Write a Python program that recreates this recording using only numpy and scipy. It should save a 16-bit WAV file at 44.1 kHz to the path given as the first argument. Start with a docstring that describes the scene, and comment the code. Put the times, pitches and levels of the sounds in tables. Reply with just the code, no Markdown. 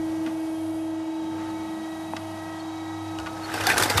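"""A steady machine hum with a gear whine: a meat dicer running in its steel cabinet, heard from a
microphone that moves along it towards the outlet. The gear teeth hum and whine, the shaft rubs once
a turn, the motor buzzes; ticks, thuds, a hollow knock and two tiny squeaks come from inside.
Near the end wet cubes of meat patter, slap and pop onto a ringing steel tray."""
import sys
import numpy as np
from scipy import signal
from scipy.fft import rfft, irfft
from scipy.io import wavfile
from scipy.ndimage import map_coordinates

SR = 44100
rng = np.random.default_rng(int(sys.argv[2]) if len(sys.argv) > 2 else 0)


def waveform_to_disk(signal):
    """Save audio, clipped to [-1, 1], as 16-bit WAV at the path in sys.argv[1]."""
    frames = np.transpose(np.atleast_2d(signal))
    scaled = np.clip(frames, -1, 1) * 32767
    samples = np.round(scaled).astype(np.int16)
    wavfile.write(sys.argv[1], SR, samples)


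N = 176400
T = np.arange(N) / SR
SHAFT_HZ = 24.658

# spectrum of loose cubes landing: f/Hz, density/dB
CUBE_SPECTRUM = [(59, -28), (100, -1), (161, -18), (305, 1), (452, -6.5), (877, -1), (1030, -7),
                 (1560, -0.5), (2270, -8.5), (4680, -14), (9260, -19), (11200, -21.5), (14000, -27)]


def undb(db):
    """Decibels to gain."""
    return 10 ** (np.asarray(db) / 20)


def unit(x):
    """Scale to rms 1."""
    return x / np.sqrt(np.mean(x ** 2) + 1e-20)


def fader(table, column=1):
    """Gain over time from one dB column of a table."""
    rows = np.array(table)
    return undb(np.interp(T, rows[:, 0], rows[:, column]))


def gain_at(hz, spectrum):
    """Gain of a spectrum at hz, falling 12 dB/octave past its ends."""
    f, db = np.array(spectrum).T
    hz = np.maximum(hz, 1)
    skirts = np.minimum(1, np.minimum(hz / f[0], f[-1] / hz)) ** 2
    return undb(np.interp(np.log(hz), np.log(f), db)) * skirts


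def noise(spectrum):
    """Noise of rms 1 with the given spectrum."""
    gain = gain_at(np.fft.rfftfreq(N, 1 / SR), spectrum)
    return unit(irfft(rfft(rng.standard_normal(N)) * gain, N))


def band(hz, width_hz):
    """Noise of rms 1 in one resonance."""
    f = np.fft.rfftfreq(N, 1 / SR) + 1
    detuning = (f * f - hz * hz) / (f * width_hz)
    return unit(irfft(rfft(rng.standard_normal(N)) / (1 + .5j * detuning) ** 2, N))


def walk(rate_hz, size=16384):
    """Smooth random drift of rms 1, bandwidth about rate_hz."""
    step_s = N / SR / size
    lowpass = np.exp(-(np.fft.rfftfreq(size, step_s) / rate_hz) ** 2)
    slow = irfft(rfft(rng.standard_normal(size)) * lowpass)
    return np.interp(T, step_s * np.arange(size), unit(slow))


def blow(start_s, attack_s, decay_s):
    """Impact envelope: linear rise, exponential fall."""
    age_s = T - start_s
    return np.clip(age_s / attack_s, 0, 1) * np.exp(-np.clip((age_s - attack_s) / decay_s, 0, 20))


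def ring(x, response):
    """Convolve with a response scaled to unit energy."""
    return signal.fftconvolve(x, response / np.linalg.norm(response))[:N]


def steel(x, modes, t60_s):
    """Sheet steel struck by x, as loud as x; t60_s holds at 1 kHz, higher modes die sooner."""
    response = sum(undb(db - 60 * T / t60_s * (hz / 1000) ** 0.91) * np.cos(2 * np.pi * hz * T)
                   for hz, db in modes)
    return unit(ring(x, response)) * np.std(x)


def gear(angle, teeth=13):
    """Meshing teeth: a hum, a whine and weak overtones that throb or swing in phase once a turn."""
    # tooth tone at the moving microphone: t/s, level/dB
    hum_level = [(0.0, -26), (0.02, -27.5), (1.32, -30), (2.42, -37.5), (2.64, -34), (3.21, -34.5),
                 (3.24, -36.5), (3.7, -36.5), (3.82, -53), (3.85, -30.5), (3.9, -64), (3.92, -42),
                 (3.95, -61), (4.0, -31)]
    # whine partials: multiple of the shaft speed
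    whine_orders = (26, 36, 52, 78, 156)
    # once-a-turn throb of each partial: depth/1
    whine_throbs = (.15, .05, .25, .3, .55)
    # whine: t/s, then level/dB of each partial
    whine_levels = [(0.0,-48,-53,-59,-54.5,-67),(0.41,-47,-50.5,-60,-59.5,-77),(0.63,-46,-66,-58,-64,-64),(0.93,-46,-50,-56.5,-58,-67),(1.1,-48,-45.5,-60.5,-62,-59),(1.51,-55,-41.5,-49,-58.5,-59.5),(1.75,-49,-48.5,-52.5,-52,-58.5),(1.93,-48,-68,-54,-50,-57),(2.09,-48,-60,-56,-54.5,-56),(2.24,-43.5,-50,-54,-59,-62),(2.36,-44.5,-71,-50,-50,-60),(2.55,-47.5,-71,-48.5,-47.5,-64),(2.68,-50,-67,-55,-59,-56),(2.9,-64,-56,-48.5,-49,-55.5),(3.13,-51.5,-54,-47.5,-58,-55),(3.3,-48,-48,-45,-67,-58),(3.5,-50,-55,-45.5,-55,-62)]
    # overtones: multiple of the tooth tone, level/dB
    overtones = [(5,-60.5),(7,-60.5),(8,-64),(9,-69),(10,-63),(15,-70)]
    out = fader(hum_level) * np.sin(teeth * angle) * (1 + 0.017 * np.sin(angle) + 0.1 * walk(26))
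    uneven_angle = angle + (0.07 * np.sin(angle) + .035 * walk(29)) / teeth
    for i, order in enumerate(whine_orders):
        phase, lag = rng.uniform(0, 2 * np.pi, 2)
        throb = 1 + whine_throbs[i] * np.sin(angle + lag)
        out += fader(whine_levels, column=i + 1) * throb * np.sin(order * uneven_angle + phase)
    for multiple, db in overtones:
        phase, lag = rng.uniform(0, 2 * np.pi, 2)
        gain = undb(db + 2 * walk(3.2)) * (1 + .38 * walk(50))
        mesh_rad = teeth * angle + .06 * walk(23)
        swing_rad = .9 * np.sin(angle + lag)
        out += gain * np.sin(multiple * mesh_rad + phase + swing_rad)
    return np.sqrt(2) * out


def shaft_rub(angle, sweep_hz_per_s=15180):
    """A short rising sweep once a turn; its colour shifts as the microphone passes the window."""
    # rub partials: f/Hz (snapped to shaft harmonics), level at the window/dB, level past it/dB
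    partials = [(617.2,-58,-57),(654,-50,-50.5),(714,-55,-56),(721,-60.5,-59),(741,-59,-54),(765,-64,-54.5),(790,-57,-51),(812.3,-61,-49.5),(839.5,-64,-61),(867.5,-54.5,-55.5),(912,-58,-49.5),(938.7,-57.5,-55.5),(968.6,-63,-53),(984,-70,-68),(1039,-75,-58.5)]
    lowest_hz = partials[0][0]
    passed = np.interp(T, (0.96, 2.56), (0, 1))
    out = np.zeros(N)
    for hz, window_db, past_db in partials:
        lag = np.pi * (hz - lowest_hz) ** 2 / sweep_hz_per_s + 0.53 * rng.standard_normal()
        db = window_db + (past_db - window_db) * passed + 1.5 * walk(2.1)
        out += undb(db) * np.sin(np.round(hz / SHAFT_HZ) * angle - lag + 0.47 * walk(0.35))
    return np.sqrt(2) * out * undb(-0.5)


def drive_buzz(angle, size=4096):
    """Roughness of the drive that repeats every turn and slowly changes colour."""
    # envelope of the shaft harmonics: f/Hz, relative level/dB
    spectrum = [(170,-9),(260,-37),(370,16.5),(430,-3),(520,2.5),(620,6),(700,0),(1100,2),(1300,-9.5),(1600,-8),(2300,-14),(2700,-7),(3300,-10),(5000,-22),(6500,-19)]
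    harmonic_gains = gain_at(np.arange(size // 2 + 1) * SHAFT_HZ, spectrum)
    position = angle / (2 * np.pi) * size % size
    out = np.zeros(N)
    for crossfade in (np.cos(T), np.sin(T)):
        one_turn = irfft(rfft(rng.standard_normal(size)) * harmonic_gains)
        out += crossfade * map_coordinates(one_turn, [position], order=1, mode="grid-wrap")
    return unit(out) * undb(-51.5)


def mains_hum(hz=100):
    """The motor's mains hum, its phase drifting slightly."""
    # hum at the moving microphone: t/s, level/dB
    level = [(0.0, -46.5), (0.3, -50), (0.46, -66), (0.61, -46), (1.0, -49.5), (1.12, -63), (1.35, -46.5),
             (1.66, -48), (1.76, -62), (2.22, -43), (2.67, -50.5), (3.09, -40), (3.19, -46.5),
             (3.88, -42.5), (3.97, -29), (4.0, -43)]
    return np.sqrt(2) * fader(level) * np.sin(2 * np.pi * hz * T + 0.089 * walk(1.8))


def rush(flicker_db=.6):
    """Broad noise of the running machine in three flickering bands."""
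    # band spectra: f/Hz, density/dB
    bass = [(25,-30),(50,-10),(80,-2.5),(120,-3),(170,1.5),(220,-3.5),(270,-4),(400,-9.5),(480,-3.5),(600,-4),(800,-14)]
    mid = [(400,-13),(550,-7.5),(750,0),(1000,1.5),(1500,-5.5),(2000,-8),(2700,-14),(3400,-10),(5000,-12.5),(6300,-12.5),(8000,-17.5),(10000,-28)]
    treble = [(6000,-32),(8000,-6.5),(9500,-2.5),(10800,-3.5),(12000,-4.5),(13000,-16),(14300,-13.5)]
    # band levels: t/s, level/dB
    bass_level = [(0,-45),(.3,-46),(.7,-48),(1.099,-51),(1.4,-44),(2.0,-53.5),(2.6,-51),(3.1,-50),(3.25,-46),(3.6,-44)]
    mid_level = [(0,-47),(.9,-51),(1.4,-47.5),(2.3,-47.5),(3.1,-46.5),(3.5,-44.5)]
    treble_level = [(0,-57.5),(0.751,-57),(1.0,-65),(1.5,-60),(2.25,-56.5),(2.7,-62.5),(3.3,-58.5)]
    return sum(noise(spectrum) * fader(level) * undb(flicker_db * walk(33))
               for spectrum, level in ((bass, bass_level), (mid, mid_level), (treble, treble_level)))


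def swells():
    """Low drones, a soft rustle, a faint ring and a thin sizzle that swell and fade."""
    # noise bands: f/Hz, width/Hz, peak level/dB, peak t/s, 1/e half-length/s
    drones = [(217.4,5.8,-48,1.83,0.56),(175,23,-52,2.3,0.96),(1490,680,-48,1.426,0.095),(2900,40,-58,2.3,.08),(10750,300,-61.5,0.65,.32)]
    return sum(undb(db) * np.exp(-((T - peak_s) / half_s) ** 2) * band(hz, width_hz)
               for hz, width_hz, db, peak_s, half_s in drones)


def ticks(top_hz=7000):
    """Ticks inside the cabinet ring its steel panels."""
    # noise bursts: t/s, level/dB, f/Hz, width/Hz, decay/s
    bursts = [(0.2622,-35.5,1870,1760,0.0035),(0.269,-42.5,1300,1490,0.019),(2.165,-30.5,2600,2200,0.0041),(3.186,-30,3000,4930,0.0016),(3.198,-34,2480,6000,0.0032),(3.26,-38,1670,1510,0.0048),(3.267,-35,1860,2010,0.0076)]
    # panel modes: f/Hz, relative level/dB
    panel_modes = [(1180,9),(1450,9),(1590,-4.5),(1840,-2),(1990,1.5),(2510,7.5),(2860,9),(3410,-40),(3800,-12),(4500,-3),(6190,6)]
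    out = sum(undb(db) * blow(at_s, 0.0014, decay_s) * band(hz, width_hz)
              for at_s, db, hz, width_hz, decay_s in bursts)
    out = signal.sosfilt(signal.butter(2, top_hz, fs=SR, output="sos"), out)
    return out + undb(2) * steel(out, panel_modes, t60_s=0.1)


def thuds(wobble=.12):
    """Dull bumps: low damped tones of wandering pitch."""
    # bumps: t/s, level/dB, f/Hz, decay/s
    bumps = [(0.265,-34,235,0.02),(2.14,-37,300,0.031),(3.188,-41,75,0.06),(3.613,-35,90,0.033),(3.70,-48,220,0.023),(3.735,-37,70.6,0.026),(3.813,-33,115,0.04),(3.954,-25.5,72,0.03),(3.983,-30,140,.03)]
    clock_s = np.cumsum(1 + wobble * walk(60.2)) / SR
    return sum(np.sqrt(2) * undb(db) * blow(at_s, 0.0043, decay_s) * np.sin(2 * np.pi * hz * clock_s)
               for at_s, db, hz, decay_s in bumps)


def knock(at_s=2.1357, hz=840):
    """One hollow knock: a heavily damped tone."""
    return undb(-16.5) * blow(at_s, 0.0003, 0.0019) * np.sin(2 * np.pi * hz * (T - at_s))


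def squeaks(hz=4370, wobble=.008):
    """Two tiny squeaks of one wavering high tone."""
    # squeaks: t/s, length/s, level/dB
    events = [(2.59,0.029,-47.5),(3.429,0.037,-41.5)]
    pitch_hz = hz * (1 + wobble * walk(170))
    tone = np.sqrt(2) * np.sin(2 * np.pi * np.cumsum(pitch_hz) / SR)
    return tone * sum(undb(db) * np.sin(np.pi * np.clip((T - at_s) / length_s, 0, 1))
                      for at_s, length_s, db in events)


def cube_taps(rate_hz=450, low_hz=400, high_hz=6000, decay_s=.004, size=1024):
    """A shower of single cubes, each a damped tap at its own pitch; rms 1."""
    out, age_s = np.zeros(N + size), np.arange(size) / SR
    for when, pitch, force in rng.random((int(rate_hz * N / SR), 3)):
        at = int(when * N)
        hz = low_hz * (high_hz / low_hz) ** pitch
        gain = gain_at(hz, CUBE_SPECTRUM) * np.sqrt(hz) * undb(6 * force)
        out[at:at + size] += gain * np.exp(-age_s / decay_s) * np.sin(2 * np.pi * hz * age_s)
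    return unit(out[:N])


def patter():
    """Loose cubes landing: separate taps in a grainy wash."""
    # patter: t/s, level/dB
    level = [(3.1,-78),(3.38,-51),(3.48,-42),(3.55,-33.5),(3.63,-33),(3.71,-24.5),(3.755,-31.5),(3.81,-26.5),(3.875,-31),(3.92,-28),(3.95,-30.5),(4.0,-25)]
    wash = noise(CUBE_SPECTRUM) * unit(np.exp(0.24 * walk(390)))
    return fader(level) * (undb(-0.5) * wash + undb(-2.5) * cube_taps())


def slaps():
    """Wet clumps land with a dull slap and a grainy squelch."""
    # landings: t/s, level/dB, decay/s, brightness/dB
    clumps = [(3.539,-28.5,0.0058,4.5),(3.605,-27.5,0.011,1),(3.636,-30,0.01,0),(3.6673,-20.5,0.003,10),(3.689,-30,0.013,7.5),(3.697,-27,0.0098,6),(3.769,-24,0.0049,2),(3.778,-21,0.0055,11.5),(3.797,-29,0.018,9.5),(3.823,-24,0.0042,13),(3.833,-26,0.0081,11),(3.858,-27,.004,4),(3.898,-21,0.0072,6),(3.972,-25,0.0069,11.5),(3.977,-19.5,0.0045,2.5)]
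    # slap and squelch spectra: f/Hz, density/dB
    body_spectrum = [(150,-17),(400,-2.5),(750,-3),(1100,-1),(1550,-9.5),(2000,-10),(2600,-7.5),(4000,-16)]
    squelch_spectrum = [(1200,-15),(2400,-9),(3600,-1),(5000,0),(6300,-1.5),(8000,-0.5),(10000,-3.5),(14000,-6.5)]
    body = noise(body_spectrum)
    squelch = undb(-7.5) * noise(squelch_spectrum) * unit(np.exp(0.19 * walk(900)))
    return sum(undb(db) * blow(at_s, 0.0022, decay_s) * (body + undb(bright_db) * squelch)
               for at_s, db, decay_s, bright_db in clumps)


def pops(wobble=0.0253):
    """The wet clumps also give a short pitched pop as they land."""
    # wet pops: t/s, f/Hz, level/dB, decay/s
    pieces = [(3.607,2480,-29,.008),(3.659,1400,-24,0.005),(3.669,4460,-17,0.0016),(3.669,1640,-23,.008),(3.671,770,-21,0.016),(3.674,3550,-24,.003),(3.689,1560,-20,0.0029),(3.698,1740,-20,.014),(3.701,2460,-17,0.0035),(3.7,1510,-26,0.007),(3.732,4500,-29,0.0017),(3.735,1480,-26.5,.009),(3.77,1650,-28,0.0045),(3.782,3850,-22,0.0023),(3.784,1200,-21,0.0029),(3.797,1750,-28,0.0023),(3.803,830,-27,0.0042),(3.814,400,-20.5,0.0027),(3.834,3500,-21.5,0.0026),(3.859,1300,-32,.005),(3.899,4950,-23,.004),(3.901,2100,-24,.006),(3.91,830,-30,0.0074),(3.977,3600,-20,0.0051),(3.980,1230,-15.5,0.0035)]
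    clock_s = np.cumsum(1 + wobble * walk(298)) / SR
    return sum(np.sqrt(2) * undb(db) * blow(at_s, 0.0013, decay_s) * np.sin(2 * np.pi * hz * clock_s)
               for at_s, hz, db, decay_s in pieces)


def tray_ring(meat):
    """The steel tray rings under the landing meat."""
    # tray modes: f/Hz, relative level/dB
    low_modes = [(463.0,-39),(732.1,-38),(839.8,-37),(1206,-46),(1281,-50),(1384,-46),(1490,-40),(1561,-37),(1637,-44),(1739,-43),(2010,-32.5),(2170,-41),(2480,-46)]
    high_modes = [(3650,-29.5),(4720,-45),(5120,-35),(7150,-45),(8000,-54),(10900,-54),(12150,-62)]
    return undb(-11) * steel(meat, low_modes + high_modes, t60_s=0.21)


def workshop_echo(x, t60_s=0.17, delay_s=.004):
    """Short, bright reverberation of the room."""
    colour = [(60, -19), (2500, -5), (14000, 3.0)]  # f/Hz, density/dB
    response = noise(colour) * undb(-60 * T / t60_s) * (T > delay_s)
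    return undb(-10.5) * ring(x, response)


def scene():
    """The running drive, with cabinet noises and falling meat echoing briefly in the workshop."""
    speed_hz = SHAFT_HZ * (1 + 0.0004 * walk(2.2))
    angle = 2 * np.pi * np.cumsum(speed_hz) / SR
    cabinet = ticks() + thuds() + knock() + squeaks()
    meat = slaps() + patter() + pops()
    hits = cabinet + meat + tray_ring(meat)
    echo = workshop_echo(hits)
    drive = gear(angle) + shaft_rub(angle) + drive_buzz(angle) + mains_hum() + rush() + swells()
    return (drive + hits + echo)[None]


def record(dry, low_cut_hz=34, ceiling=.55, top_hz=14150):
    """Low cut, soft peak limiting, steep top cut."""
    thin = signal.sosfilt(signal.butter(2, low_cut_hz, "high", fs=SR, output="sos"), dry)
    rounded = thin / (1 + (thin / ceiling) ** 4) ** (1 / 4)
    return signal.sosfilt(signal.ellip(10, .2, 80, top_hz, fs=SR, output="sos"), rounded)


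dry = scene()
out = record(dry)
waveform_to_disk(out)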